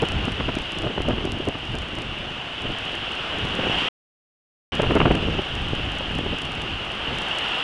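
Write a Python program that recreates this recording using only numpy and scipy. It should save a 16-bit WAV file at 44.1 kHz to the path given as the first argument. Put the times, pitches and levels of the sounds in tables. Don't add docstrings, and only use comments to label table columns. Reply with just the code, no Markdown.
import sys
import numpy as np
from scipy import signal
from scipy.fft import rfft, irfft, next_fast_len
from scipy.io import wavfile
from scipy.ndimage import uniform_filter1d, map_coordinates

SR = 44100
rng = np.random.default_rng(int(sys.argv[2]) if len(sys.argv) > 2 else 0)


def file_out(sig):
    cols = np.atleast_2d(sig).T
    lim = np.clip(cols, -1, 1)
    pcm = np.round(lim * 32767).astype(np.int16)
    wavfile.write(sys.argv[1], SR, pcm)


N = 336483
TIME = np.arange(N) / SR


def amp(db):
    return 10 ** (np.asarray(db) / 20)


def unit(x):
    return x / np.sqrt(np.mean(x ** 2) + 1e-20)


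def wobble(rate_hz):
    return map_coordinates(rng.standard_normal(int(N * rate_hz / SR) + 4), [TIME * rate_hz])


def filtered(x, response):
    size = next_fast_len(N + SR // 2)
    return irfft(rfft(x, size) * response(np.fft.rfftfreq(size, 1 / SR)), size)[:N]


def coloured(x, spectrum):
    frequency_hz, gain_db = np.transpose(spectrum)
    return unit(filtered(x, lambda hz: amp(np.interp(np.log(hz + 1), np.log(frequency_hz), gain_db))))


def patchy(depth_db):
    cells = signal.stft(rng.standard_normal(N), nperseg=512)[2]
    patches = uniform_filter1d(rng.standard_normal(cells.shape), size=5, axis=0)
    patches = uniform_filter1d(patches, size=16, axis=1)
    return signal.istft(cells * amp(depth_db * unit(patches)), nperseg=512)[1][:N]


def ticks():
    # time_s, level_db (before the common gain)
    skips = [(0.0194, -27), (0.0862, -26), (0.1191, -28.5), (0.2523, -29.5), (0.3192, -32), (0.5526, -28),
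             (0.5861, -31), (0.7193, -30), (0.7856, -27), (0.819, -33), (1.0196, -30.5), (1.0859, -30.5),
             (1.2526, -29.5), (1.3194, -25.5), (1.486, -27.5), (1.7524, -31.5), (1.7858, -30),
             (1.9859, -33), (2.0188, -33), (2.7856, -32), (2.9522, -32), (3.5523, -29.5), (4.7531, -28),
             (4.8199, -25.5), (4.9521, -27.5), (5.1522, -28.5), (5.5523, -31.5), (5.9184, -33),
             (5.9853, -31.5), (6.1519, -33), (6.1853, -32), (6.3854, -31), (6.4188, -28.5), (6.4522, -32),
             (6.6184, -30), (7.1851, -27), (7.2185, -30), (7.3851, -24.5)]
    first_frame_s, frame_rate_hz, relax_hz = 0.0206, 30.004, 3000
    faint_chance, common_gain_db = 0.43, 14
    borders_s = np.arange(first_frame_s, TIME[-1], 1 / frame_rate_hz)
    chance, size, direction = rng.random((len(borders_s), 3)).T
    heights = (chance < faint_chance) * amp(-47 + 14 * size)
    for time_s, level_db in skips:
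        heights[np.abs(borders_s - time_s).argmin()] = amp(level_db)
    jumps = np.zeros(N)
    jumps[(borders_s * SR).astype(int)] = np.sign(direction - 0.5) * heights * amp(common_gain_db)
    return signal.lfilter([1], [1, -np.exp(-2 * np.pi * relax_hz / SR)], jumps)


def wind_strength():
    # peak_s, rumble_db, width_s, flutter_db (relative to the rumble)
    gusts = [(0.15, -30.5, 0.19, -5.5), (0.494, -34, 0.11, -3.5), (0.85, -31.5, .075, 1.5),
             (1.105, -28, 0.071, -5.5), (1.28, -34, .16, 1), (1.73, -32, 0.074, -11),
             (2.06, -37.5, 0.25, -2), (2.68, -31.5, 0.04, -8), (2.98, -46.5, 0.33, 1),
             (3.396, -35, 0.056, -3.5), (3.63, -36.5, .17, 5), (4.928, -28.5, 0.16, -0.5),
             (5.103, -29.5, 0.14, 3.5), (5.32, -31.5, 0.08, -2.5), (5.577, -30, 0.065, -6),
             (5.804, -31.5, 0.15, -4.5), (6.202, -30.5, 0.11, -5), (6.62, -36, 0.18, -2.5),
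             (7.08, -39.5, 0.11, 5.5)]
    breeze_rumble_db, breeze_flutter_db = -50, -45
    rumble_power = np.full(N, amp(breeze_rumble_db) ** 2)
    flutter_power = np.full(N, amp(breeze_flutter_db) ** 2)
    for peak_s, rumble_db, width_s, flutter_db in gusts:
        age = (TIME - peak_s) / width_s
        power = amp(rumble_db) ** 2 * np.exp(-(age / np.where(age < 0, 0.99, 1.05)) ** 2)
        rumble_power += power
        flutter_power += power * amp(flutter_db) ** 2
    return 10 * np.log10(rumble_power), 10 * np.log10(flutter_power)


def wind(rumble_db, flutter_db):
    # frequency_hz, gain_db
    rumble_spectrum = [(8, -7.5), (25, -4.5), (50, -0.5), (100, -3), (170, -7), (350, -17.5), (1000, -77)]
    flutter_spectrum = [(30, -18.5), (90, -4), (160, -1), (320, 0), (650, -8), (1000, -17.5), (2000, -25.5),
                        (5000, -57.5)]
    rumble = coloured(rng.standard_normal(N) * amp(2 * wobble(rate_hz=25)), rumble_spectrum)
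    lumps = amp(6.3 * np.tanh(wobble(rate_hz=110)))
    flutter = coloured(rng.standard_normal(N) * lumps, flutter_spectrum)
    return amp(rumble_db + 2) * rumble + amp(flutter_db) * flutter


def small_eddies(flutter_db):
    rate_hz, over_flutter_db, width_s, rasp_db = 8, 4, 0.0066, -11
    peaks_s = rng.uniform(0, N / SR, int(rate_hz * N / SR))
    return [(s, flutter_db[int(s * SR)] + over_flutter_db, width_s, rasp_db) for s in peaks_s]


def eddies(flutter_db):
    # peak_s, level_db, width_s, rasp_db (relative, before the common rasp gain)
    hard_eddies = [(0.026, -18, 0.0097, -18), (0.0356, -20, 0.0091, -14), (0.282, -18.5, 0.0043, -12.5),
                   (0.4057, -23, 0.0087, -9), (0.4887, -23.5, .014, -6), (0.57, -18, .0047, -12),
                   (0.842, -27.5, 0.015, -11), (0.8694, -24, 0.011, -11), (0.98, -20, 0.0048, -11),
                   (1.0054, -21.5, .005, -15), (1.086, -19, .005, -12), (1.095, -22, .012, -23),
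                   (1.1097, -19.5, .0065, -11), (1.184, -23, 0.0056, -10), (1.255, -21.5, 0.006, -20),
                   (1.275, -22, 0.0048, -22), (1.4025, -21, 0.0049, -26), (1.4773, -20.5, 0.0094, -24),
                   (1.4887, -22.5, 0.0078, -26), (1.555, -26.5, 0.0056, -6), (1.748, -27.5, 0.013, -13),
                   (1.984, -24.5, 0.0052, -19), (2.656, -24.5, 0.0076, -20), (2.702, -26.5, 0.0085, -23),
                   (3.593, -22.5, .008, -12), (3.67, -24, 0.006, -14), (3.699, -22, .0047, -20),
                   (4.801, -17.5, .0064, -8), (4.837, -23, 0.019, -5.5), (4.91, -24, .006, 2),
                   (4.9215, -15.5, 0.0046, -18), (4.956, -13.5, 0.0068, -13), (4.9696, -20, 0.0093, -1.5),
                   (5.003, -15, .0055, -3), (5.0153, -17, 0.0085, -4), (5.032, -24, 0.01, -14),
                   (5.058, -13, 0.0076, -7), (5.072, -18, 0.0089, -24), (5.1504, -18, 0.0076, -16),
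                   (5.2863, -16.5, 0.0027, -22), (5.393, -19.5, 0.0062, -25), (5.7327, -16, 0.0038, -21),
                   (6.009, -24.5, 0.0046, -8), (6.19, -21.5, 0.0055, -9), (6.266, -22, .005, -25),
                   (6.332, -24.5, .011, -26)]
    # frequency_hz, gain_db
    slap_spectrum = [(20, -15), (90, -3.5), (280, 4), (450, 0), (620, -2.5), (850, -12.5), (1200, -18.5),
                     (2500, -41), (5000, -67)]
    rasp_spectrum = [(300, -15), (900, 7), (1400, 6.5), (2000, 1.5), (2900, 1.5), (3500, -13.5),
                     (4300, -29), (8000, -53)]
    slap_envelope, rasp_envelope = np.zeros(N), np.zeros(N)
    for peak_s, level_db, width_s, rasp_db in hard_eddies + small_eddies(flutter_db):
        near = slice(max(0, round((peak_s - 0.04) * SR)), round((peak_s + 0.04) * SR))
        age = (TIME[near] - peak_s) / width_s
        pulse = np.exp(-age ** 2 * np.where(age < 0, 2.2, 1.2))
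        slap_envelope[near] += amp(level_db) * pulse
        rasp_envelope[near] += amp(level_db + rasp_db) * pulse ** 2
    swirl = signal.hilbert(coloured(rng.standard_normal(N), slap_spectrum))
    swirl_power = np.abs(uniform_filter1d(np.abs(swirl) ** 2, size=260))
    swing = unit(swirl.real / np.sqrt(swirl_power + 1e-9))
    rasp = coloured(rng.standard_normal(N) * amp(4 * wobble(rate_hz=600)), rasp_spectrum)
    return slap_envelope * swing + amp(2.5) * rasp_envelope * rasp


def surf():
    # time_s, level_db
    wave_levels = [(0, -31), (1.4, -35.5), (2.5, -34), (3.65, -29), (3.82, -25), (4.72, -29.5), (5.3, -32),
                   (6.9, -32.5), (7.4, -28)]
    # frequency_hz, gain_db
    roar_spectrum = [(30, -25.5), (120, -11.5), (350, -1.5), (520, -3.5), (760, 2), (1000, -1.5),
                     (1450, -0.5), (1850, -3.5), (2300, -5.5), (3200, -6.5), (4500, -40.5)]
    foam_spectrum = [(500, -21.5), (1900, -17.5), (2350, -14), (2600, -6), (2850, 0), (3080, -3),
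                     (3350, -8), (3650, -14), (4100, -22), (5200, -27.5), (7000, -37), (10000, -43.5),
                     (11500, -52)]
    roar_lead_s, roar_offset_db, roar_ceiling_db = 0.09, -3, -30
    fizz_hz, fizz_db_per_db, pivot_db = 3870, 0.85, -32
    time_s, level_db = np.transpose(wave_levels)
    roar_db = np.interp(TIME + roar_lead_s, time_s, level_db) + roar_offset_db
    roar = amp(np.minimum(roar_db, roar_ceiling_db)) * coloured(patchy(depth_db=0.73), roar_spectrum)
    bursts = patchy(depth_db=0.7) * amp(0.78 * wobble(rate_hz=500) + 0.25 * wobble(rate_hz=6.2))
    bubbles = coloured(bursts, foam_spectrum)
    fizz = filtered(bubbles, lambda hz: 1 - 1 / (1 + (hz / fizz_hz) ** 20))
    foam_db = np.interp(TIME, time_s, level_db)
    fizz_db = pivot_db + fizz_db_per_db * (foam_db - pivot_db)
    foam = amp(foam_db) * (bubbles - fizz) + amp(fizz_db) * fizz
    return roar + amp(0.4) * foam


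def scene():
    rumble_db, flutter_db = wind_strength()
    return (surf() + wind(rumble_db, flutter_db) + eddies(flutter_db))[None]


def record(dry):
    # start_s, end_s
    gap = (3.8867, 4.7202)
    rolloff_hz, cutoff_hz = 11300, 12285
    track = filtered(dry[0] + ticks(), lambda hz: np.exp(-(hz / rolloff_hz) ** 14))
    track *= (TIME < gap[0]) | (TIME > gap[1])
    return filtered(track, lambda hz: np.clip((cutoff_hz - hz) / 100, 0, 1))[None]


dry = scene()
out = record(dry)
file_out(out)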